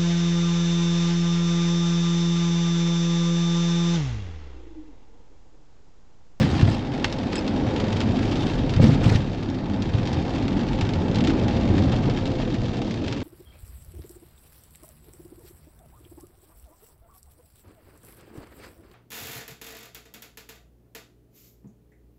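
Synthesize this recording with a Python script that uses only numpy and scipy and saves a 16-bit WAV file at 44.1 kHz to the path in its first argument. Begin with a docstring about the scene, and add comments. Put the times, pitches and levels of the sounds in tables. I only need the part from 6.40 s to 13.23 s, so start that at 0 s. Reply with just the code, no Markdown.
"""Wet street from inside a car

Shaped noise makes the rumble of the body, the tyre drone and roar, and the hiss and splashes of water.
Short bursts of noise make drops tick on glass and roof, and dying sine waves ring the glass as well.
Dying sine waves also make the thumps over bumps, dull knocks (most in the trim) and a small bright chink.
Rough sine tones squeak briefly; faint, wavering ones are the motor as the car speeds up and slows."""
import sys
import numpy as np
from scipy import signal
from scipy.fft import rfft, irfft, next_fast_len
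from scipy.io import wavfile
from scipy.ndimage import uniform_filter1d

SR = 44100
rng = np.random.default_rng(int(sys.argv[2]) if len(sys.argv) > 2 else 0)


def master_out(mix):
    """Clip the mix to full scale and print it as 16-bit PCM to the path in sys.argv[1]."""
    frames = np.transpose(np.atleast_2d(mix))
    ceiling = np.clip(frames, -1, 1)
    pcm = np.round(ceiling * 32767).astype(np.int16)
    wavfile.write(sys.argv[1], SR, pcm)


N = 301203  # length of the scene in samples

# How hard the road drives the car. Each row: time in seconds, body boom in dB, tread roar in dB.
ROAD_LEVELS = [(0.0, -23.5, -30), (0.34, -29.5, -34.5), (0.84, -33.5, -35), (1.33, -27.5, -31.5),
               (2.33, -26, -34.5), (2.46, -18, -31), (2.6, -28, -31.5), (2.72, -22, -31), (2.83, -31, -37),
               (3.06, -31, -37.5), (3.69, -27, -33.5), (4.47, -28, -33.5), (4.87, -25.5, -31.5),
               (5.46, -20.5, -32), (6.13, -29, -36), (6.83, -32, -37.5)]
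# Slow shake of the body. Each row: time in seconds, level in dB.
SHUDDER_LEVELS = [(0.0, -39), (1.08, -41), (2.68, -32), (3.12, -41.5), (4.6, -37.5), (6.01, -32),
                  (6.83, -49)]
# Noise colours of the slow shake, body boom, tyre-cavity drone and tread roar.
# Each row: frequency in Hz, relative strength in dB per Hz.
SHUDDER_COLOUR = [(12, -23.5), (25, 7.5), (42, 16.5), (60, -11), (80, -23.5)]
BOOM_COLOUR = [(45, -31), (62, -29.5), (76, -10.5), (100, -4.5), (125, -8.5), (160, -11), (220, -19.5)]
DRONE_COLOUR = [(130, -32.5), (190, -6.5), (235, -4), (290, -6), (380, -14.5), (460, -31), (620, -37)]
ROAR_COLOUR = [(300, -6.5), (420, 0.5), (480, -3), (520, 4), (570, -4.5), (700, -3.5), (850, -3.5),
               (1050, -14), (1400, -16.5), (2500, -22)]
# The drone lies between boom and roar: share of the boom's dB level, then an offset in dB.
DRONE_BOOM_SHARE, DRONE_OVER_DB = 0.15, 6
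# As the car slows the road sound dulls: from this second on, by dB per octave above 450 Hz per second.
DULL_S, DULLING_DB = 5.5, 2.5

# Tones of the motor. Each row: ratio to the motor pitch, time when loudest in seconds, level then in dB,
# swell in dB per second, fade in dB per second.
MOTOR_TONES = [(1, 5.9, -37.5, 12, 10), (1.33, 5.0, -39.5, 16, 6), (1.345, 1.3, -41, 10, 25)]
# The motor pitch climbs until CRUISE_S, holds at CRUISE_HZ, and sinks from BRAKE_S on.
CRUISE_S, CLIMB_HZ_PER_S, CRUISE_HZ = 1.45, 190, 657
BRAKE_S, SINK_HZ_PER_S = 4.7, 112

# Spray and fine rain. Each row: time in seconds, base level in dB.
WET_LEVELS = [(0.0, -40.5), (0.17, -36.5), (0.4, -43), (1.54, -38), (2.6, -40.5), (3.21, -45.5),
              (3.56, -41), (5.8, -40), (6.41, -43.5), (6.83, -42.5)]
# Colour of the hiss, shared by the drops. Each row: frequency in Hz, relative strength in dB per Hz.
SPRAY_COLOUR = [(600, -37.5), (900, 1), (1100, -5), (1300, -7), (2200, -7), (3500, -6.5), (5000, -11.5),
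                (6100, -18), (7300, -21.5), (8000, -30.5), (16000, -46)]
# Small drops a second; dB of their patter and of the hiss against the base level; patchiness of the hiss.
PATTER_PER_S, PATTER_DB, HISS_DB, HISS_PATCHY_DB = 600, 0, -5.5, 2.5
# Large drops. Each row: start in seconds, peak of the tick in dB, centre of its ring in Hz.
LARGE_DROPS = [(0.0527, -19, 2080), (0.196, -20, 1640), (0.212, -13.5, 1700), (0.644, -4, 2290),
               (0.717, -25, 1600), (0.7257, -14, 4300), (0.787, -21, 3500), (0.9304, -16, 2260),
               (0.955, -16.5, 1810), (1.078, -17.5, 3700), (1.3624, -16, 3070), (1.3998, -17.5, 3500),
               (1.528, -17.5, 3100), (1.5688, -20, 3800), (1.604, -14, 3000), (1.614, -14.5, 2320),
               (1.719, -25, 3300), (1.914, -20.5, 4500), (1.956, -19.5, 3080), (1.971, -24, 4500),
               (2.008, -21, 3500), (2.031, -23, 2800), (2.069, -19.5, 3000), (2.2939, -19, 2960),
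               (2.3378, -16.5, 2230), (2.364, -18.5, 1590), (2.417, -20.5, 2050), (2.44, -17, 2000),
               (2.468, -18, 4530), (2.546, -20, 4230), (2.658, -18, 3000), (2.757, -18, 5000),
               (3.03, -29, 4000), (3.1, -25, 4200), (3.145, -27.5, 2000), (3.298, -25, 1900),
               (3.4221, -17.5, 3970), (3.673, -16.5, 1820), (3.731, -18, 4240), (4.0808, -17, 2610),
               (4.332, -20.5, 3150), (4.4106, -11.5, 2900), (4.491, -17.5, 3100), (4.5358, -16, 3720),
               (4.601, -28, 3000), (4.714, -26, 3520), (4.746, -19.5, 3120), (4.757, -16, 3600),
               (4.786, -18, 3940), (4.807, -15.5, 3020), (4.84, -16, 2740), (4.848, -16.5, 3220),
               (4.873, -12, 2880), (4.903, -17, 1600), (4.997, -21.5, 3020), (5.036, -23, 3000),
               (5.0814, -19, 2290), (5.211, -24, 3000), (5.38, -16.5, 1410), (5.522, -21.5, 3560),
               (5.563, -21, 3020), (5.698, -18, 2200), (5.7736, -21, 3200), (5.822, -31, 4000),
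               (5.8556, -18, 3400), (5.876, -20.5, 4000), (5.917, -24, 3000), (6.0223, -22, 2500),
               (6.1434, -20.5, 2030), (6.217, -25, 3000), (6.369, -23.5, 3840), (6.418, -18, 3270),
               (6.478, -27, 3000), (6.509, -21.5, 4020), (6.541, -22.5, 3000), (6.619, -32, 3000),
               (6.646, -24.5, 2800), (6.662, -25, 2800), (6.681, -16, 2960), (6.7252, -17, 2810)]
# The higher a large drop rings, the brighter: tilt at 2500 Hz and its gain per octave (dB per octave).
BRIGHT_DB, BRIGHTER_DB = 1.6, 1.8
LEAD = 256  # samples of room ahead of each tick
# Modes of the glass. Each row: frequency in Hz, level in dB, time to fall by 60 dB in seconds.
PANE_MODES = [(1386, 3, 0.044), (1950, -3.5, 0.092), (2480, -5.5, 0.092), (2916, -10.5, 0.086),
              (3300, -13.5, 0.031), (4110, -2, 0.035)]
# Level of the glass against a drop's peak; loss per octave from the centre of the drop's ring.
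PANE_DB, PANE_SPREAD_DB = -19, 3.5
PANE_SHIFT = 0.06  # spread of the mode pitches from spot to spot, as a share
# Splashes of thrown water. Each row: start in seconds, hold in seconds, level in dB.
SPLASH_TIMES = [(0.001, 0.049, -34), (.1, 0.12, -40), (0.271, 0.072, -38), (1.82, 0.31, -43.5),
                (2.414, 0.1, -35), (2.631, .13, -36), (4.8, 0.019, -48)]
# Colour of the splashes. Each row: frequency in Hz, relative strength in dB per Hz.
SPLASH_COLOUR = [(600, -32), (1000, 0.5), (2500, 0.5), (5000, -5), (7000, -12.5), (10000, -22.5),
                 (16000, -7)]
SPLASH_RISE_DB_PER_S, SPLASH_FALL_DB_PER_S = 903, 303
SPATTER_DB = 3.0  # quick unevenness of the thrown water

# Wheels over bumps. Each row: start in seconds, peak in dB, pitch where the body rings most in Hz.
BUMP_BLOWS = [(0.009, -11.5, 205), (0.046, -15.5, 143), (0.2284, -4, 105), (0.281, -9.5, 123),
              (2.047, -17, 225), (2.369, -10.5, 88.8), (2.4, -3.5, 163), (2.44, -4, 229), (2.49, -9.5, 187),
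              (2.528, -17, 135), (2.662, -4, 135), (2.679, -13.5, 99.6), (2.719, -8, 149), (2.752, -9, 105),
              (3.547, -12.5, 117), (3.776, -16.5, 105), (4.427, -13, 91.5), (5.053, -15, 200),
              (5.399, -18, 112), (5.469, -13.5, 86.1)]
# Modes of the body. Each row: frequency in Hz, level in dB, time to fall by 60 dB in seconds.
BODY_MODES = [(110, 4.5, 0.097), (135, 1.5, 0.12), (162.6, 2, 0.1), (215.3, 1.5, 0.1), (306, -6.5, 0.019),
              (520, 10, 0.021)]

# Dull knocks: most in the trim, those at 0.644 and 6.418 the low thud of a large drop.
# Each row: start in seconds, peak in dB, pitch in Hz.
DULL_KNOCKS = [(0.277, -21, 666), (0.644, -28.5, 813), (2.396, -16.5, 552), (2.449, -19.5, 500),
               (2.494, -17.5, 482), (2.613, -19.5, 524), (2.664, -28, 670), (2.718, -18, 440),
               (2.427, -18, 480), (5.687, -19, 475), (5.998, -23, 635), (6.03, -23, 467),
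               (6.073, -24.5, 513), (6.418, -28.5, 790)]
# Modes that every knock rings. Each row: ratio to its pitch, level in dB, time to fall by 60 dB in seconds.
KNOCK_MODES = [(1, 5.5, 0.048), (1.45, -3, 0.045), (2.097, -6.5, 0.035), (2.899, -10.5, 0.025)]
# Random knocks a second, and their lowest peak against the tread roar in dB.
RATTLE_PER_S, RATTLE_OVER_DB = 25, -0.5

# Brief squeaks. Each row: start in seconds, level in dB, pitch in Hz, length in seconds,
# pitch jitter as a share, glide in Hz per second, then the levels of harmonics 1 to 3 in dB.
SQUEAK_TONES = [(.954, -39.5, 2510, 0.017, 0.02, 0, -4, 3, -12),
                (.980, -27.5, 2575, 0.014, 0.03, -1200, -4, -0.5, -17),
                (1.603, -45, 2550, 0.014, .03, 0, 4, 10, -16),
                (1.994, -43, 3620, 0.05, 0.03, -2800, 5, -18, -9)]
# A small bright chink. Each row: frequency in Hz, level in dB, time to fall by 60 dB in seconds.
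CHINK_MODES = [(6780, -32, .035), (7250, -38, .07), (7420, -39, .05), (7700, -33, .04), (7880, -29, .035)]
CHINK_S = 0.9555  # its start

# The top treble passes only faintly, in lobes. Each row: frequency in Hz, gain in dB.
TREBLE_GAIN = [(1, 3.5), (8000, -2.5), (8600, -7), (8850, -9.5), (9030, -36.5), (9300, -14), (10400, -8.5),
               (11000, -25.5), (12000, -12.5), (12900, -37.5), (16000, -34.5)]
EDGE_HZ = 15700  # upper limit of the whole sound


def amp(db):
    """Turns decibels into a gain."""
    return 10 ** (np.asarray(db) / 20)


def evened(x):
    """Scales a signal to an average strength (rms) of 1."""
    return x / np.sqrt(np.mean(x ** 2) + 1e-20)


def drift(size, count=N):
    """Smoothed random numbers with rms 1; a larger size drifts more slowly."""
    return evened(uniform_filter1d(rng.standard_normal(count), size=size))


def read(points, hz):
    """Reads a colour table in dB, evenly by octaves; outside the table it is nearly silent."""
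    f, value = np.transpose(points)
    return np.interp(np.log(hz + 1), np.log(f + 1), value, -90, -90)


def curve(rows, axis, t):
    """Reads one column of a time table at the times t."""
    rows = np.array(rows)
    return np.interp(t, rows[:, 0], rows[:, axis])


def add(mix, s, sound):
    """Mixes a sound in at s seconds."""
    part = mix[max(round(s * SR), 0):][:len(sound)]
    part += sound[:len(part)]


def swell(t, start, hold, db, rise_db, fall_db):
    """A gain that climbs to db at start, holds and falls away, at slopes in dB per second."""
    before = np.maximum(start - t, 0)
    after = np.maximum(t - start - hold, 0)
    return amp(db - rise_db * before - fall_db * after)


def ringing(t, hz, db, t60):
    """One mode of a struck thing: a sine that dies by 60 dB in t60 seconds."""
    return amp(db - 60 * t / t60) * np.sin(2 * np.pi * hz * t)


def noise(points, size, patchy_db, dulling_db=0):
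    """Noise built from random short-time spectra, with drifting patches of level."""
    hop = size // 4
    frames, hz = N // hop + 5, np.fft.rfftfreq(size, 1 / SR)
    a, b, patches = rng.standard_normal((frames, len(hz), 3)).T
    patches = uniform_filter1d(patches, size=6, axis=0)  # across frequency
    patches = evened(uniform_filter1d(patches, size=14, axis=1))  # across time
    field_db = read(points, hz)[:, None] + patchy_db * patches
    octaves_up = np.log2(np.maximum(hz / 450, 1))
    seconds_late = np.maximum(np.arange(frames) * hop / SR - DULL_S, 0)
    field_db -= dulling_db * np.outer(octaves_up, seconds_late)
    spectra = (a + 1j * b) * amp(field_db)
    return evened(signal.istft(spectra, nperseg=size, noverlap=size - hop)[1][:N])


def road():
    """Rough asphalt shakes the body, the air in the tyres and the tread."""
    t = np.arange(N) / SR
    boom_db, roar_db = curve(ROAD_LEVELS, axis=1, t=t), curve(ROAD_LEVELS, axis=2, t=t)
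    drone_db = DRONE_BOOM_SHARE * boom_db + (1 - DRONE_BOOM_SHARE) * roar_db + DRONE_OVER_DB
    out = amp(curve(SHUDDER_LEVELS, axis=1, t=t)) * noise(SHUDDER_COLOUR, size=4096, patchy_db=-1.0)
    for level_db, colour in ((boom_db, BOOM_COLOUR), (drone_db, DRONE_COLOUR), (roar_db, ROAR_COLOUR)):
        out += amp(level_db) * noise(colour, size=2048, patchy_db=1.63, dulling_db=DULLING_DB)
    return out


def whine():
    """The motor's faint sine tones follow one wavering pitch and fade in and out."""
    t = np.arange(N) / SR
    climb = CLIMB_HZ_PER_S * np.maximum(CRUISE_S - t, 0)
    sink = SINK_HZ_PER_S * np.maximum(t - BRAKE_S, 0)
    turns = np.cumsum((CRUISE_HZ - climb - sink) * (1 + 0.007 * drift(4000))) / SR
    out = np.zeros(N)
    for ratio, s, db, rise, fall in MOTOR_TONES:
        level = swell(t, s, 0, db, rise, fall) * amp(3 * drift(4000))
        out += level * np.sin(2 * np.pi * ratio * turns)
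    return out


def tick(hz, bright_db, t60, grain):
    """A sharp crack, then the dense dying ring of pane and cabin, lifted around hz; it starts LEAD samples in."""
    count = len(grain)
    t, f = np.arange(count) / SR, np.fft.rfftfreq(count, 1 / SR)
    burst = grain * (np.exp(-t / 0.002) + amp(-60 * t / t60)) * (1 - np.exp(-t / 0.0009))
    burst[20] += 14.0  # the blow itself
    burst[110] -= 9.0  # its first reflection
    lift_db = 3.7 * np.exp(-0.5 * (np.log2((f + 1) / hz) / 0.37) ** 2)
    colour_db = read(SPRAY_COLOUR, f) + lift_db + bright_db * np.log2((f + 1) / 3000)
    sound = irfft(rfft(np.roll(burst, LEAD)) * amp(colour_db), count)
    sound *= signal.windows.tukey(count, 0.05)  # soft ends
    return sound / abs(sound).max()


def pane(centre_hz, shift):
    """The glass rings briefly, most in the modes near centre_hz; the spot struck shifts them."""
    t = np.arange(3000) / SR
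    return sum(ringing(t, shift * hz, db - PANE_SPREAD_DB * abs(np.log2(hz / centre_hz)), t60)
               for hz, db, t60 in PANE_MODES)


def large_drops():
    """Each large drop is a tick of noise together with a ring of the glass."""
    out = np.zeros(N + LEAD)
    for s, db, hz in LARGE_DROPS:
        bright_db = BRIGHT_DB + BRIGHTER_DB * np.log2(hz / 2500)
        add(out, s, amp(db) * tick(hz, bright_db, 0.08, rng.standard_normal(6000)))
        add(out[LEAD:], s, amp(db + PANE_DB) * pane(hz, 1 + PANE_SHIFT * rng.standard_normal()))
    return out[LEAD:]


def patter():
    """Small drops of random size fall at random moments, each sounding one of 24 different ticks."""
    size = amp(6.7 * np.minimum(rng.exponential(1, N), 3.0)) * (rng.random(N) < PATTER_PER_S / SR)
    size *= amp(1.1 * drift(1500))  # small drops come in flurries
    spot, out = rng.integers(0, 24, N), np.zeros(N)
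    for k, (a, b, c) in enumerate(rng.random((24, 3))):
        tap = tick(1400 * 4.0 ** a, 2.0 * b - 0.8, 0.054 + 0.11 * c, rng.standard_normal(4000))
        out += signal.oaconvolve(size * (spot == k), tap)[:N]
    return evened(out)


def splashes():
    """Thrown water is noise that swells and falls quickly and spatters in level."""
    t = np.arange(N) / SR
    level = sum(swell(t, *row, SPLASH_RISE_DB_PER_S, SPLASH_FALL_DB_PER_S) for row in SPLASH_TIMES)
    return level * noise(SPLASH_COLOUR, size=256, patchy_db=3.0) * amp(SPATTER_DB * drift(350))


def rain():
    """Large drops stand out of the patter of small ones, the hiss of spray and the splashes."""
    hiss = noise(SPRAY_COLOUR, size=512, patchy_db=HISS_PATCHY_DB)
    fine = amp(PATTER_DB) * patter() + amp(HISS_DB) * hiss
    wet = amp(curve(WET_LEVELS, axis=1, t=np.arange(N) / SR))
    return large_drops() + wet * fine + splashes()


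def bumps():
    """Each blow swells for a few milliseconds and rings the modes of the body."""
    out, t = np.zeros(N), np.arange(SR // 4) / SR
    spread_db = 13  # loss per octave away from the part that is struck
    for s, db, centre_hz in BUMP_BLOWS:
        ring = sum(ringing(t, hz, mode_db - spread_db * abs(np.log2(hz / centre_hz)), t60)
                   for hz, mode_db, t60 in BODY_MODES)
        ring *= 1 - np.exp(-t / 0.0033)
        add(out, s, -amp(db) * ring / abs(ring).max())
    return out


def knock(hz):
    """A dull knock: a quick rise into a few dying modes."""
    t = np.arange(4000) / SR
    ring = sum(ringing(t, ratio * hz, db, t60) for ratio, db, t60 in KNOCK_MODES)
    ring *= 1 - np.exp(-t / 0.001)
    return ring / abs(ring).max()


def knocks():
    """Set knocks of the trim and thuds of two large drops, then random trim knocks that follow the tread roar."""
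    out = np.zeros(N)
    for s, db, hz in DULL_KNOCKS:
        add(out, s, amp(db) * knock(hz))
    level_db = curve(ROAD_LEVELS, axis=2, t=np.arange(N) / SR) + RATTLE_OVER_DB
    level_db += 2.8 * np.minimum(rng.exponential(1, N), 3)  # some are harder
    size = amp(level_db) * (rng.random(N) < RATTLE_PER_S / SR)
    spot = rng.integers(0, 8, N)  # eight pitches of knock
    for k in range(8):
        out += signal.oaconvolve(size * (spot == k), knock(340 * 1.09 ** k))[:N]
    return out


def squeaks():
    """Short stick-slip tones, rough in pitch, that throb; the first begins with a chink."""
    out = np.zeros(N)
    for s, db, hz, length, rough, glide, *partials_db in SQUEAK_TONES:
        t = np.arange(int(2.5 * length * SR)) / SR
        waver = drift(40, count=8000)[:len(t)]
        turns = np.cumsum((hz + glide * t) * (1 + rough * waver)) / SR
        tone = sum(amp(p) * np.sin(2 * np.pi * (k + 1) * turns) for k, p in enumerate(partials_db))
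        throb = 1 + 0.65 * np.cos(2 * np.pi * 108 * (t - 0.002))  # 108 times a second
        shape = (1 - np.exp(-t / 0.0014)) * np.exp(-(t / length) ** 2) * throb
        add(out, s, amp(db) * tone * shape)
    t = np.arange(4000) / SR
    chink = sum(ringing(t, hz, db, t60) for hz, db, t60 in CHINK_MODES)
    add(out, CHINK_S, (1 - np.exp(-t / 0.00046)) * chink)
    return out


def scene():
    """Everything reaches one microphone in the cabin."""
    return (road() + whine() + rain() + bumps() + knocks() + squeaks())[None]


def record(dry):
    """Colours the treble, then cuts what lies above the upper limit."""
    size = next_fast_len(N + 4096)
    points = TREBLE_GAIN + [(SR, TREBLE_GAIN[-1][1])]  # the last gain holds to the top
    gain = amp(read(points, np.fft.rfftfreq(size, 1 / SR) + 1))
    coloured = irfft(rfft(dry, size) * gain, size)[:, :N]
    low_pass = signal.firwin(511, EDGE_HZ, window=("kaiser", 9), fs=SR)
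    return signal.oaconvolve(coloured, low_pass[None], "same")


dry = scene()
out = record(dry)
master_out(out)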